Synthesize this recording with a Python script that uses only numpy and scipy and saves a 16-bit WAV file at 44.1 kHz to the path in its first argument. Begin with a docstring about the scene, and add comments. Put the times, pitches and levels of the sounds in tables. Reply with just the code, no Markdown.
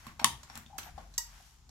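"""A gear lever on a workbench

A gloved hand works a gear lever and its rods on a wooden bench in a small workshop. The lever snaps
into its gate with one hard clack that sets the metal ringing. Loose ball joints click, pivots rub and
groan, a rod whistles, and a dry joint lets go with a sharp squeak. The bench rumbles faintly below."""
import sys
import numpy as np
from scipy import signal
from scipy.fft import rfft, irfft
from scipy.io import wavfile
from scipy.ndimage import uniform_filter1d

SR = 44100
rng = np.random.default_rng(int(sys.argv[2]) if len(sys.argv) > 2 else 0)


def master(y):
    """Save y as 16-bit WAV."""
    cut = np.clip(np.atleast_2d(y).T, -1, 1)
    pcm = np.round(cut * 32767)  # scale
    wavfile.write(sys.argv[1], SR, pcm.astype(np.int16))


N = 74970  # 1.7 seconds


def amp(db):
    """Turns decibels into a number to multiply by."""
    return 10 ** (np.asarray(db) / 20)


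def unit(x):
    """Scales a signal to an average (rms) size of 1."""
    return x / np.sqrt(np.mean(x ** 2) + 1e-20)


def unit_energy(x):
    """Scales a signal to an energy of 1 per channel."""
    return unit(x) / np.sqrt(x.shape[-1])


def read(points, hz):
    """Looks up a value between the rows of a frequency table."""
    freqs, values = np.transpose(points)
    return np.interp(np.log(hz + 1), np.log(freqs + 1), values)


def level(table, column):
    """Turns one dB column of a timed table into a volume curve."""
    columns = np.transpose(table)
    return amp(np.interp(np.arange(N) / SR, columns[0], columns[column]))


def pan(db):
    """Left and right gains; positive dB leans left."""
    return amp(np.array([[db], [-db]]) / 2)


def add(mix, start, sound):
    """Mixes a stereo sound in at a start time in seconds."""
    part = mix[:, max(round(start * SR), 0):][:, :sound.shape[-1]]
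    part += sound[:, :part.shape[-1]]


def colour(x, points, size=4096):
    """Makes each frequency louder or softer, following rows of Hz and dB."""
    log_gain = np.log(amp(read(points, abs(np.fft.fftfreq(size, 1 / SR)))))
    response = np.exp(np.conj(signal.hilbert(log_gain)))  # nothing sounds ahead of a hit
    taps = np.fft.ifft(response).real[:size // 2]
    return signal.fftconvolve(x, taps[None], axes=1)[:, :x.shape[-1]]


def wander(size, smooth):
    """A random drift, averaged over `smooth` samples."""
    return unit(uniform_filter1d(rng.standard_normal(N), smooth))[:size]


def burst(t, rise, fade):
    """Rises quickly, then dies away. A fade time is how long a drop of 60 dB takes."""
    return np.minimum(t / rise, 1) * amp(-60 * t / fade)


# How alike left and right sound. Each row: frequency in Hz, likeness (1 means the same).
LIKENESS = [(100, 0.94), (300, 0.94), (900, 0.57), (2000, 0.14), (8000, 0.12)]

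def noise(size):
    """Stereo white noise: the sides are alike in the bass and nearly unrelated in the treble."""
    mid, side = np.exp(2j * np.pi * rng.random((2, size // 2 + 1)))
    same = np.clip(read(LIKENESS, np.fft.rfftfreq(size, 1 / SR)), -1, 1)
    mid, side = mid * np.sqrt(1 + same), side * np.sqrt(1 - same)
    return unit(irfft(np.array([mid + side, mid - side]), size))


def tone(t, hz, db, rise, fade):
    """One dying tone; the higher it is, the more left and right are out of step."""
    apart = (1 - read(LIKENESS, hz)) * np.array([[1], [-1]]) * np.pi / 4
    return amp(db) * burst(t, rise, fade) * np.sin(2 * np.pi * hz * t + apart)


# The workshop's echo. Each row: frequency in Hz, fade time in seconds.
ROOM_FADE = [(150, 0.43), (500, 0.52), (1200, 0.29), (3500, 0.29), (8000, 0.24), (15000, 0.23)]

def in_room(x, echo_db):
    """Adds the short, dense echo of the workshop, 5 milliseconds late."""
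    hz, t, spectrum = signal.stft(noise(SR // 2), SR, nperseg=256)
    fading = amp(-60 * t / read(ROOM_FADE, hz)[:, None])
    tail = signal.istft(spectrum * fading, SR, nperseg=256)[1]
    out = x.copy()
    add(out, 0.005, amp(echo_db) * signal.fftconvolve(x, unit_energy(tail), axes=1))
    return out


# The tone of the still air and of the rumble. Each row: frequency in Hz, boost in dB.
AIR_COLOUR = [(30, 3.5), (200, -9), (450, -19.5), (800, 14.5), (2000, 0.5), (7000, 8), (16000, -30.5)]
RUMBLE_COLOUR = [(15, -13.5), (35, -7.5), (68, 6.5), (95, -5.5), (130, -3.5), (220, -16), (400, -25),
                 (1500, -64.5)]
# The bench's shudder. Each row: time in seconds, sway level in dB, rumble level in dB.
BENCH_LEVELS = [(0, -71, -61.5), (.2, -85, -57.5), (.33, -89, -53.5), (.48, -70, -61.5), (.62, -87, -57.5),
                (.78, -62, -59), (1.0, -56.5, -55.5), (1.15, -56, -60), (1.35, -56, -64.5),
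                (1.5, -75.5, -65), (1.7, -70.5, -58.5)]

def bench(sway_hz=45):
    """The bench sways and rumbles under the hand, over the quiet air of the room."""
    pitch = sway_hz * (1 + 0.044 * wander(N, smooth=4000))
    sway = unit(np.sin(2 * np.pi * np.cumsum(pitch) / SR)) * level(BENCH_LEVELS, 1)
    rumble = unit(colour(noise(N), RUMBLE_COLOUR)) * level(BENCH_LEVELS, 2)
    air = amp(-71.5) * unit(colour(noise(N), AIR_COLOUR))
    return sway + rumble + air


# The tone of the scrape and of the hiss. Each row: frequency in Hz, boost in dB.
SCRAPE_COLOUR = [(80, 1), (200, -3.5), (430, -16), (800, -2), (1400, 0), (2400, -3.5), (4000, -16),
                 (9000, -34)]
HISS_COLOUR = [(1000, -24), (1500, -8), (2100, -11), (3000, -4), (4500, -5.5), (5500, -3), (7000, -5),
               (8700, -11.5), (12000, -10), (16000, -25)]
# The sliding parts. Each row: time in seconds, scrape level in dB, hiss level in dB.
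RUB_LEVELS = [(0, -62.5, -61.5), (.09, -52.5, -61.5), (.15, -67.5, -69.5), (.39, -67.5, -66),
              (.47, -63.5, -66), (.53, -60, -61), (.57, -51, -61), (.62, -59.5, -70), (.68, -70, -68.5),
              (.76, -69, -71.5), (.82, -57, -60), (.885, -55, -60), (.94, -68, -68.5), (1.01, -59.5, -65),
              (1.09, -72, -69), (1.36, -61, -60.5), (1.48, -69, -62.5), (1.65, -79.5, -75.5)]

def rubbing(catches_per_second=690, catch_share=0.22):
    """Rods and pivots slide with a scrape and a fine hiss, both dotted with tiny catches."""
    catches = unit(rng.standard_normal((2, N)) * (rng.random(N) < catches_per_second / SR))
    out = np.zeros((2, N))
    for column, shade in enumerate((SCRAPE_COLOUR, HISS_COLOUR), start=1):
        friction = np.sqrt(1 - catch_share) * noise(N) + np.sqrt(catch_share) * catches
        out += unit(colour(friction, shade)) * level(RUB_LEVELS, column)
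    return out


def rod_whistle(start=0.816, length=0.075, hz=12300, width_hz=380):
    """A rod rubs in its eye and draws a faint, fuzzy whistle: a narrow band of noise."""
    t, out = np.arange(0, length, 1 / SR), np.zeros((2, N))
    band = np.exp(-0.5 * ((np.fft.rfftfreq(N, 1 / SR) - hz) / width_hz) ** 2)
    whistle = unit(irfft(rfft(noise(N)) * band, N))[:, :len(t)]
    add(out, start, amp(-59) * np.sin(np.pi * t / length) * whistle)
    return out


# The pivot's groans, and at 0.978 s the short ring of the knock that lands there. Each row: start in seconds, #
# length in seconds, first pitch in Hz, slide in Hz, waver as a share of the pitch, level in dB.
GROANS = [(0.343, 0.01, 727, -55, 0.067, -54), (0.698, 0.0236, 796, -30, 0.072, -54.5),
          (0.727, 0.047, 823, -53, 0.047, -48.5), (0.858, 0.043, 791, -18, 0.086, -53),
          (0.978, 0.01, 750, 6, 0.031, -39), (1.401, 0.012, 743, 2.5, 0.05, -56)]

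def pivot_groans(edge_seconds=0.0029):
    """The pivot sings short, sliding notes that waver where it rubs roughly; the knock at 0.978 s rings one
    such note."""
    out = np.zeros((2, N))
    for start, length, hz, slide_hz, waver, db in GROANS:
        t = np.arange(0, length, 1 / SR)
        pitch = (hz + slide_hz * t / length) * (1 + waver * wander(len(t), smooth=150))
        note = np.sin(2 * np.pi * np.cumsum(pitch) / SR)
        swell = np.minimum(np.minimum(t, length - t) / edge_seconds, 1)
        flutter_db = wander(len(t), smooth=300)
        add(out, start, amp(db + flutter_db) * pan(3) * swell * note)
    return in_room(out, echo_db=-11.5)


# The ringing assembly. Each row: pitch in Hz, relative level in dB, fade time in seconds.
ASSEMBLY_TONES = [(128.8, -43, 0.33), (239.5, -41, 0.26), (707, -41.5, 0.032), (1112, -15.5, 0.028),
                  (1333, -31.5, 0.024), (1823, -26.5, 0.072), (2697, -23, 0.045), (3780, -25, 0.046),
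                  (4350, -32, 0.056), (4950, -32, .06), (5360, -30, 0.061), (7050, -32, 0.1),
                  (7606, -29, 0.055)]
BLOW_RISE_SECONDS = 0.00079

def assembly_ring(t):
    """After a blow, the housing, bracket and board ring at their own pitches."""
    return sum(tone(t, hz, db, BLOW_RISE_SECONDS, fade) for hz, db, fade in ASSEMBLY_TONES)


# The tone that all clicks share. Each row: frequency in Hz, boost in dB.
CLICK_COLOUR = [(50, -32), (130, 3), (240, 7.5), (420, -4.5), (750, 6.5), (1800, 3.5), (2400, 1), (3300, 2),
                (4500, 2), (5700, -2.5), (7500, 0), (9000, -6.5), (12000, -4.5), (16000, -12.5)]
# The middles of five bands, from bass to treble, in Hz.
CLICK_BANDS = [200, 950, 2600, 6000, 12000]
# The clicks. Each row: start in seconds, fade time in seconds, a boost in dB for each of the five
# bands, lean to the left in dB, the joint's own pitch in Hz, that note's level in dB.
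CLICKS = [ (0.0669, 0.031, -19, -30, -28.5, -31.5, -26.5, -3, 1103, -38.5),
          (0.0776, 0.0097, -48, -40, -33, -48, -46, -11, 5570, -58),
          (0.1941, 0.022, -44, -15, -33, -26, -34, -5.5, 846, -32.5),
          (0.1972, 0.032, -26, -18.5, -15, -27, -29, -1.5, 5540, -40.5),
          (.2140, 0.052, -15, -17, -56, -37, -30, -5, 2890, -50),
          (0.2259, 0.07, -24, -20, -27, -38, -48, 1, 1080, -48),
          (0.4315, 0.04, -35, -32.5, -33.5, -24, -34.5, -4.5, 6740, -69),
          (.4990, 0.03, -25.5, -25.5, -27, -34, -45, -2.5, 5560, -44.5),
          (.5545, 0.018, -26.5, -35.5, -26, -23.5, -23.5, -3, 7660, -55),
          (0.575, 0.012, -18.5, -29, -30, -23.5, -19.5, -1, 7600, -63),
          (.6620, 0.017, -26.5, -53, -33, -38, -54, -3, 3597, -48.5),
          (0.781, 0.042, -35, -20, -36, -13.5, -20.5, -8.5, 5950, -39),
          (0.7842, 0.057, -22, -20, -16.5, -20.5, -16.5, 0, 1360, -41.5),
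          (.8310, 0.033, -23, -50, -23.5, -35, -28, -4.5, 5920, -45),
          (.9785, 0.091, -25.5, -19, -35.5, -32.5, -47.5, -2, 1126, -48),
          (1.139, 0.057, -48, -44, -45, -27.5, -45, -5, 4070, -54),
          (1.6920, 0.044, -35, -39.5, -46, -30, -45, -4, 4280, -58.5)]

def joint_clicks(rise_seconds=0.00068):
    """Each loose joint takes up its slack: it chatters, shakes the assembly and rings its own note."""
    t, out = np.arange(SR // 4) / SR, np.zeros((2, N))
    for start, fade, *band_db, pan_db, hz, db in CLICKS:
        chatter = colour(unit_energy(noise(len(t)) * burst(t, rise_seconds, fade)), CLICK_COLOUR)
        knock = amp(7.5) * chatter + amp(-12.5) * assembly_ring(t)
        click = colour(knock, list(zip(CLICK_BANDS, band_db)))
        note = tone(t, hz, db, rise_seconds, fade=0.029)
        add(out, start, pan(pan_db) * (click + note))
    return in_room(out, echo_db=-4.5)


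# The dry joint's tones, almost evenly spaced, some in pairs. Each row: pitch in Hz,
# relative level in dB, fade time in seconds, lean to the left in dB.
SQUEAK_TONES = [(922, -41, 0.089, 3), (1007, -39.5, 0.053, -4), (1924, -33.5, 0.045, 1),
                (2890, -48, 0.067, -11), (3820, -42.5, 0.07, -8), (4824, -29.5, 0.046, 1),
                (5580, -27.5, 0.03, -5), (6200, -33, 0.026, 8), (6500, -24.5, 0.028, 4),
                (7425, -28, 0.032, -4), (7650, -30, 0.041, -6)]
# The tone of its rasp. Each row: frequency in Hz, boost in dB.
RASP_COLOUR = [(550, -24.5), (1000, -5.5), (1900, -12.5), (2900, -15), (3800, -3.5), (4800, 2.5), (7600, 1),
               (8800, -6.5), (11000, -4), (13200, 0.5), (15000, -6), (16000, -17)]

def joint_squeak(start=1.179, slips_per_second=950, slip_fade=0.018, rise_seconds=0.0012):
    """A dry joint sticks and slips in a quick, dying run, which makes it rasp and ring."""
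    t, out = np.arange(SR // 4) / SR, np.zeros((2, N))
    for hz, db, fade, pan_db in SQUEAK_TONES:
        rise = np.interp(hz, [1000, 5000], [0.0075, rise_seconds])  # low tones build more slowly
        add(out, start + rng.random() / hz, pan(pan_db) * tone(t, hz, db + 1, rise, fade))
    slips = np.diff(np.floor(t * slips_per_second), prepend=-1) * amp(-60 * t / slip_fade)
    shape = burst(t, rise_seconds, fade=0.032)
    grit = noise(len(t)) * shape
    pitched_grit = signal.fftconvolve(grit, slips[None], axes=1)[:, :len(t)]  # repeats at each slip
    loose_grit = noise(len(t)) * shape
    rasp = unit_energy(pitched_grit) + amp(-4) * unit_energy(loose_grit)
    add(out, start, amp(-1.5) * colour(rasp, RASP_COLOUR))
    return in_room(out, echo_db=-6.5)


def bracket_note(t, hz=949, sink_hz=173, settle_seconds=0.0064, waver_hz=28):
    """The struck bracket's note starts high, sinks as the blow settles and wavers as it dies."""
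    pitch = hz + sink_hz * np.exp(-t / settle_seconds) + waver_hz * wander(len(t), smooth=300)
    flutter_db = 3 * wander(len(t), smooth=400)
    note = amp(-30 + flutter_db) * np.sin(2 * np.pi * np.cumsum(pitch) / SR)
    return pan(-2) * burst(t, BLOW_RISE_SECONDS, fade=0.23) * note


# The tone of the lever's crack and of the first metal contact. Each row: frequency in Hz, boost in dB.
CRACK_COLOUR = [(60, -38.5), (140, -7), (240, -1), (430, -9.5), (650, -18), (1130, 2.5), (1600, -10),
                (1900, 2.5), (2300, -2), (2900, 6), (4500, -0.5), (6100, 2), (8700, -1.5), (12500, -7.5),
                (16000, -12)]
SNAP_COLOUR = [(500, -11), (3000, -6), (6000, 2.5), (8300, 2), (12500, 2), (16000, -20)]

def lever_clack(start=0.2442):
    """The lever hits its stop: a bright snap, a hard crack, a brief rattle and ringing metal."""
    t, out = np.arange(SR // 2) / SR, np.zeros((2, N))
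    blow = burst(t, BLOW_RISE_SECONDS, fade=0.0095)
    rattle = amp(-19) * burst(t, BLOW_RISE_SECONDS, fade=0.075)
    crack = colour(unit_energy(noise(len(t)) * (blow + rattle)), CRACK_COLOUR)
    add(out, start, amp(9.5) * crack + amp(-4) * assembly_ring(t))
    snap = unit_energy(noise(len(t)) * burst(t, BLOW_RISE_SECONDS, fade=0.0034))
    add(out, start, amp(1.5) * pan(-3.5) * colour(snap, SNAP_COLOUR))
    out = in_room(out, echo_db=-9)
    add(out, start, bracket_note(t))
    return out


def scene():
    """The lever and its joints, over the rubbing and the bench."""
    linkage = lever_clack() + joint_clicks() + joint_squeak() + pivot_groans() + rod_whistle()
    return linkage + rubbing() + bench()


# The two microphones. Each row: frequency in Hz, how much louder the left one is in dB.
MIC_BALANCE = [(60, 3), (250, 4), (1200, 4), (2400, 3.5), (4400, 1), (9000, 1), (13000, -1)]

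def record(dry, top_hz=16000):
    """Each microphone colours its own side, and the highest treble is cut off."""
    left = colour(dry[:1], [(hz, db / 2) for hz, db in MIC_BALANCE])
    right = colour(dry[1:], [(hz, -db / 2) for hz, db in MIC_BALANCE])
    treble_cut = signal.firwin(255, top_hz, window=("kaiser", 8), fs=SR)
    return signal.oaconvolve(np.vstack([left, right]), treble_cut[None], "same")


dry = scene()
out = record(dry)
master(out)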